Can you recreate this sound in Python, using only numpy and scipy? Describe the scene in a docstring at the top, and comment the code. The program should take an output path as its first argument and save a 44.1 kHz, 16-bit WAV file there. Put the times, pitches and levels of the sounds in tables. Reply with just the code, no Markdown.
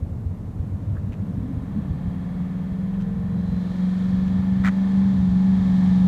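"""A V8 car with open pipes drives across a wide asphalt lot towards the listener, revs up, then eases off.
Its firing note booms as it sweeps through the pipe resonances, over a lumpy rumble with dull thuds.
Rasp, clatter, metallic ringing and tyre and intake hiss grow as it nears; two thin whistles come and go.
A few short scuffs stick and slip close to the microphone. Behind it all lie open air and a deep hum."""
import sys
import numpy as np
from scipy import signal
from scipy.fft import rfft, irfft, next_fast_len
from scipy.io import wavfile
from scipy.ndimage import uniform_filter1d, map_coordinates

SR = 44100
rng = np.random.default_rng(int(sys.argv[2]) if len(sys.argv) > 2 else 0)


def store_wav(level_fs):
    """Save 16-bit WAV to argv[1]."""
    pcm = np.round(np.clip(np.atleast_2d(level_fs), -1, 1) * 32767)
    wavfile.write(sys.argv[1], SR, pcm.T.astype(np.int16))


N = 267687
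TIME = np.arange(N) / SR


def from_db(db):
    return 10 ** (np.asarray(db) / 20)


def rms_one(x):
    return x / np.sqrt(np.mean(x ** 2) + 1e-20)


def automation(curve):
    """A breakpoint curve, read at every sample."""
    return np.interp(TIME, *np.transpose(curve))


def gain_at(spectrum, hz):
    """Gain of an EQ curve, read on a log-frequency axis."""
    points_hz, points_db = np.transpose(spectrum)
    return from_db(np.interp(np.log(hz + 1e-3), np.log(points_hz), points_db))


def coloured(x, spectrum):
    """A sound shaped by an EQ curve; rms 1."""
    size = next_fast_len(N)
    gain = gain_at(spectrum, np.fft.rfftfreq(size, 1 / SR))
    return rms_one(irfft(rfft(x, size) * gain, size)[:N])


def drift(rate):
    """Smooth random modulation that changes `rate` times a second; rms 1."""
    knots = rng.standard_normal(2048)
    coarse_s = np.linspace(0, TIME[-1], 4000)
    curve = map_coordinates(knots, [coarse_s * rate], order=3, mode="wrap")
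    return np.interp(TIME, coarse_s, rms_one(curve))


def steadied(x, span_s):
    """A leveller: evens out swells slower than the span."""
    return x / np.sqrt(uniform_filter1d(x ** 2, int(span_s * SR)) + 1e-9)


# colour of the air bed: (frequency [Hz], level [dB])
AIR_EQ = [(100, 17.5), (500, 19), (1000, 5), (2000, 1), (4000, -10), (7000, -8.5), (10000, -11),
          (15000, -14)]
def open_air(level_db):
    """A steady, dark bed of outdoor noise."""
    return from_db(level_db) * coloured(rng.standard_normal(N), AIR_EQ)


def deep_hum(hz, level_db):
    """A low sine that wavers in level and phase."""
    gain = np.sqrt(2) * from_db(level_db + 2.8 * drift(4.2))
    return gain * np.sin(2 * np.pi * hz * TIME + 0.73 * drift(7.7))


# colour of the grit: (frequency [Hz], level [dB])
GRIT_EQ = [(300, 1.5), (700, 15), (1050, 20), (2000, 2), (3500, 6.5), (5000, -2.5), (7000, -2.5),
           (10000, -16.5), (15000, -18)]
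# scuff cues: (middle [s], level [dB], half length [s], centre [Hz], grit mix [dB], slip rate [1/s])
SCUFF_CUES = [(0.97, -49, 0.0076, 1360, -18, 68), (1.132, -54, 0.0058, 2210, -0.5, 110),
              (2.941, -60, 0.0052, 2430, -3, 110), (3.014, -65.5, 0.0078, 2560, 12.5, 110),
              (4.281, -59, .0031, 2950, 10, 110), (4.667, -28.5, 0.013, 1660, -7, 110)]
def scuffs(band_ratio, slip_depth):
    """Short runs of stick and slip: a steep-sided resonance with gritty hiss around it."""
    out, white = np.zeros(N), rng.standard_normal(N)
    grit = coloured(rng.standard_normal(N), GRIT_EQ) * from_db(0.5 * drift(340))
    for middle_s, level_db, half_s, hz, grit_db, slips_per_s in SCUFF_CUES:
        band = signal.butter(4, [hz / band_ratio, hz * band_ratio], "band", fs=SR, output="sos")
        body = steadied(signal.sosfilt(band, white), span_s=0.0091)
        near = np.abs(TIME - middle_s) < 0.1
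        t = TIME[near] - middle_s
        swell = np.exp(-(t / (2 * half_s)) ** 4)
        slips = 1 + slip_depth * np.cos(2 * np.pi * slips_per_s * t)
        out[near] += from_db(level_db) * swell * slips * (body[near] + from_db(grit_db) * grit[near])
    return out


# dull hits in the rumble: (time [s], level [dB])
THUD_CUES = [(0.023, -7), (0.259, -7), (0.597, -6), (.737, -9), (0.924, -10.5), (1.093, -10.5), (1.57, -12),
             (1.905, -7.5), (2.075, -9.5), (2.717, -12.5), (3.089, -19), (4.388, -10), (4.594, -10),
             (5.199, -22.5), (5.275, -11), (5.593, -12.5), (5.889, -11)]
def thuds(hz, t60_s, rise_s):
    """Each thud is a cycle or two of a low, heavily damped swing."""
    out = np.zeros(N)
    for start_s, level_db in THUD_CUES:
        pitch_hz = hz * (1 + 0.038 * rng.standard_normal())
        near = (TIME > start_s) & (TIME < start_s + 0.2)
        age = TIME[near] - start_s
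        envelope = 2 * (1 - np.exp(-age / rise_s)) * from_db(level_db - 60 * age / t60_s)
        out[near] += envelope * np.sin(2 * np.pi * pitch_hz * age)
    return out


# the revs: (time [s], engine speed [four-stroke cycles/s])
REVS = [(0, 11.55), (1.2, 12.83), (1.5, 15.8), (2, 19.24), (2.5, 20.26), (3.2, 21.97), (3.85, 22.98),
        (5.07, 24.15), (5.3, 22.81), (5.48, 23.75), (5.7, 23.24), (6.07, 23.05)]
def crank(wobble):
    """Engine cycles turned so far; the speed is never quite steady."""
    return np.cumsum(automation(REVS) * (1 + wobble * drift(14))) / SR


def surge(hard_cycles_per_s2=11.6):
    """How fast the revs are changing, up or down; 1 in a hard surge."""
    change = np.abs(np.gradient(automation(REVS))) * SR
    return uniform_filter1d(change, SR // 8) / hard_cycles_per_s2


def raggedness(smooth_cycles_per_s=20.5, span_cycles_per_s=5.3):
    """Low revs fire raggedly: 0 when smooth, 1 when fully ragged."""
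    return np.clip((smooth_cycles_per_s - automation(REVS)) / span_cycles_per_s, 0, 1)


START_M, CLOSING_M_PER_S = 102.5, 12.4
# the driver's foot: (time [s], throttle [0-1])
PEDAL = [(0, 0), (1.15, 0.35), (1.85, 0.92), (2.4, 0.88), (3.0, 0.76), (3.4, 0.72), (3.8, 0.96),
         (4.9, 0.88), (5.3, 0.52), (5.85, 0.72), (6.07, 0.3)]
def approach_gain(fader):
    """A layer's fader ride: it grows as the car nears and as the throttle opens."""
    far_db, halving_db, throttle_db = fader
    halvings = np.log2(START_M / (START_M - CLOSING_M_PER_S * TIME))
    return from_db(far_db + halving_db * halvings + throttle_db * automation(PEDAL))


def cycle_buzz(cycles, morph_rate, size=4096):
    """A pressure pattern that repeats each engine cycle and slowly morphs: a comb of engine orders."""
    out = 0
    for _ in range(4):
        pattern = irfft(np.exp(2j * np.pi * rng.random(size // 16)), size)
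        out += drift(morph_rate) * np.interp(cycles % 1 * size, np.arange(size), pattern)
    return steadied(out, span_s=0.51)


def engine_band(cycles, spectrum, buzz_db, throb):
    """Engine orders plus turbulence that puffs at each firing and swells twice a cycle; rms 1."""
    puffs = 1 + throb * (np.cos(2 * np.pi * 8 * cycles) / 2 + np.cos(2 * np.pi * 2 * cycles))
    rush = coloured(rng.standard_normal(N) * puffs, spectrum)
    buzz = coloured(cycle_buzz(cycles, morph_rate=1.59), spectrum)
    return rms_one(rush + from_db(buzz_db) * buzz)


# whistle cues: (middle [s], half length [s], engine order [per cycle])
WHISTLE_CUES = [(3.58, .19, 180), (4.15, .22, 144)]
def whistles(cycles, level_db):
    """Thin, slightly shaky whistles that swell and fade while rising with the revs."""
    out, shake = 0, 0.8 * drift(40)
    for middle_s, half_s, order in WHISTLE_CUES:
        swell = np.exp(-0.5 * ((TIME - middle_s) / half_s) ** 2)
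        out += swell * np.sin(2 * np.pi * order * cycles + shake)
    return from_db(level_db) * out


# colour of the hiss: (frequency [Hz], level [dB])
HISS_EQ = [(1500, -15), (2800, -6), (3270, -2.5), (3650, 1), (4200, -1.5), (5200, -10), (6600, -9.5),
           (8200, -16), (11000, -21.5), (15000, -37)]
# its fader ride: (time [s], level [dB])
HISS_RIDE = [(0, -73), (1.1, -69.5), (2.4, -66), (3.25, -67), (3.7, -57.5), (4.0, -56), (4.5, -59),
             (4.9, -55.5), (5.35, -56.5), (5.85, -52), (6.07, -53.5)]
def tyre_and_intake_hiss(cycles):
    """Bright rushing noise with a trace of engine buzz."""
    return from_db(automation(HISS_RIDE)) * engine_band(cycles, HISS_EQ, buzz_db=-5, throb=0.04)


# metal resonances: (centre [Hz], width [Hz], level [dB])
METAL_MODES = [(1765, 140, -3), (2236, 170, -11), (3260, 250, -12.5)]
# their fader: (level afar [dB], boost per halved distance [dB], boost at full throttle [dB])
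RINGING_FADER = (-75.5, 10.1, 14.5)
def metal_ringing(cycles, noise_mix):
    """Engine orders and noise shake a few narrow resonances."""
    shake = cycle_buzz(cycles, morph_rate=2.2) + noise_mix * rng.standard_normal(N)
    out = 0
    for hz, width_hz, level_db in METAL_MODES:
        band = signal.butter(2, [hz - width_hz / 2, hz + width_hz / 2], "band", fs=SR, output="sos")
        out += from_db(level_db) * steadied(signal.sosfilt(band, shake), span_s=0.13)
    return approach_gain(RINGING_FADER) * out


# colour of the clatter: (frequency [Hz], level [dB])
CLATTER_EQ = [(600, -17.5), (1050, 2.5), (1300, 0), (1550, -2.5), (1800, -6.5), (2030, -4), (2300, -10.5),
              (2750, -12.5), (3300, -21.5), (5000, -32)]
# its fader: (level afar [dB], boost per halved distance [dB], boost at full throttle [dB])
CLATTER_FADER = (-66, 5.76, 8)
def engine_clatter(cycles):
    """Hard midrange, about equal parts buzz and noise, that comes forward under throttle."""
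    return approach_gain(CLATTER_FADER) * engine_band(cycles, CLATTER_EQ, buzz_db=0.5, throb=0.079)


# colour of the rasp: (frequency [Hz], level [dB])
RASP_EQ = [(150, -19), (290, 3), (370, 2), (460, 2.5), (580, -0.5), (760, -3.5), (1080, -8.5),
           (1500, -18.5), (2500, -36.5), (5000, -61)]
# body and top faders: (level afar [dB], boost per halved distance [dB], boost at full throttle [dB])
RASP_BODY_FADER = (-48.5, 1.2, 1)
RASP_TOP_FADER = (-53, 6.3, 5.7)
def exhaust_rasp(cycles, crossover_hz):
    """Buzzy exhaust puffs whose top opens up as the car nears and the throttle opens."""
    rasp = engine_band(cycles, RASP_EQ, buzz_db=2, throb=0.22)
    body = signal.sosfilt(signal.butter(3, crossover_hz, "low", fs=SR, output="sos"), rasp)
    top = signal.sosfilt(signal.butter(3, crossover_hz, "high", fs=SR, output="sos"), rasp)
    return approach_gain(RASP_BODY_FADER) * body + approach_gain(RASP_TOP_FADER) * top


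# colours of the rumble and the burble: (frequency [Hz], level [dB])
RUMBLE_EQ = [(15, -31.5), (30, -24.5), (41, -7), (52, -4), (70, 1), (90, 4), (115, 1.5), (145, 2.5),
             (180, -11.5), (240, -16.5), (400, -72.5)]
BURBLE_EQ = [(90, -28.5), (135, -4), (180, 4), (212, -3), (255, -2), (285, -5.5), (340, -20), (600, -57.5)]
# the rumble's fader ride: (time [s], level [dB])
RUMBLE_RIDE = [(0, -42), (.95, -33), (2.08, -32.5), (2.35, -37), (3.0, -34), (3.45, -29), (3.75, -37),
               (4.15, -30), (4.58, -30), (4.8, -37), (5.28, -25), (5.42, -33), (5.9, -28), (6.07, -29.5)]
def rumble_and_burble(cycles, steady_db, surge_db, ragged_db):
    """Lumpy low end under the pitched burble of the pipes, which swells at low or changing revs."""
    rumble = steadied(engine_band(cycles, RUMBLE_EQ, buzz_db=-5, throb=0.2), span_s=0.068)
    burble = steadied(engine_band(cycles, BURBLE_EQ, buzz_db=7, throb=0.2), span_s=0.08)
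    rumble_db = automation(RUMBLE_RIDE) + 2 * drift(16)
    burble_db = steady_db + surge_db * surge() + ragged_db * raggedness()
    return from_db(rumble_db) * rumble + from_db(burble_db) * burble


# exhaust partials; 8 is the firing note, the rest come from the uneven banks: (engine order [per cycle])
ORDERS = (7, 8, 9, 10, 11, 13, 15, 21)
# their mix going into the pipes: (level [dB])
ORDER_MIX = (-11, 0.5, -2.5, -7, -3.5, -4.5, -4.5, -7.5)
# resonances of the open pipes: (frequency [Hz], gain [dB])
PIPE_EQ = [(85, -10.5), (100, -3), (118, -11.5), (152, -11.5), (168, -6.5), (184, 1.1), (194, 1.5),
           (206, -9.5), (232, -21), (255, -13), (275, -20), (305, -38.5), (415, -33.5), (458, -14.5),
           (490, -29.5)]
# the notes' fader: (level afar [dB], boost per halved distance [dB], boost at full throttle [dB])
NOTE_FADER = (-30, 6.46, 0.1)
def exhaust_notes(cycles, flutter_db, growl_db, overtone_db, coasting_loss_db):
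    """The firing note and its neighbours beat once a cycle and boom as they cross the pipe resonances."""
    revs, throttle, ragged = automation(REVS), automation(PEDAL), raggedness()
    cycles = cycles + 0.032 * ragged * drift(24.99)  # ragged firing jitters the timing

    def note(order, level_db):
        upper = np.clip((order - 9) / 2, 0, 1)  # upper orders duck as the throttle shuts
        duck_db = upper * coasting_loss_db * (1 - throttle)
        waver_db = (flutter_db + 3.8 * ragged) * drift(22) - ragged
        gain = from_db(level_db - duck_db + waver_db) * gain_at(PIPE_EQ, order * revs)
        return gain * np.sin(2 * np.pi * (order * cycles + rng.random()))

    out = sum(note(order, level_db) for order, level_db in zip(ORDERS, ORDER_MIX))
    out += surge() * (note(16, growl_db) + note(17, growl_db))  # growl only while the revs change
    overtone = gain_at(PIPE_EQ, 8 * revs) * np.sin(2 * np.pi * 36 * cycles)  # swells with the firing note
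    out += from_db(overtone_db + 3 * drift(8)) * overtone
    return np.sqrt(2) * approach_gain(NOTE_FADER) * out


def scene():
    """Mono mix: the car's layers, locked to one crank, with thuds, scuffs, hum and air."""
    cycles = crank(wobble=0.001042)
    car = exhaust_notes(cycles, flutter_db=1.24, growl_db=4, overtone_db=-38, coasting_loss_db=8.5)
    car += rumble_and_burble(cycles, steady_db=-43, surge_db=7, ragged_db=4.5)
    car += exhaust_rasp(cycles, crossover_hz=660) + engine_clatter(cycles)
    car += tyre_and_intake_hiss(cycles) + whistles(cycles, level_db=-61)
    car += metal_ringing(cycles, noise_mix=2)
    spot_effects = thuds(hz=89, t60_s=0.053, rise_s=0.01) + scuffs(band_ratio=1.3, slip_depth=0.68)
    bed = deep_hum(hz=42.1, level_db=-46) + open_air(level_db=-54)
    return (car + spot_effects + bed)[None]


def record(dry):
    """The microphone drops the deepest bass; the top is cut steeply."""
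    low_cut = signal.butter(2, 26, "high", fs=SR, output="sos")
    high_cut = signal.ellip(10, 0.1, 90, 15300, fs=SR, output="sos")
    return signal.sosfilt(high_cut, signal.sosfilt(low_cut, dry))


dry = scene()
out = record(dry)
store_wav(out)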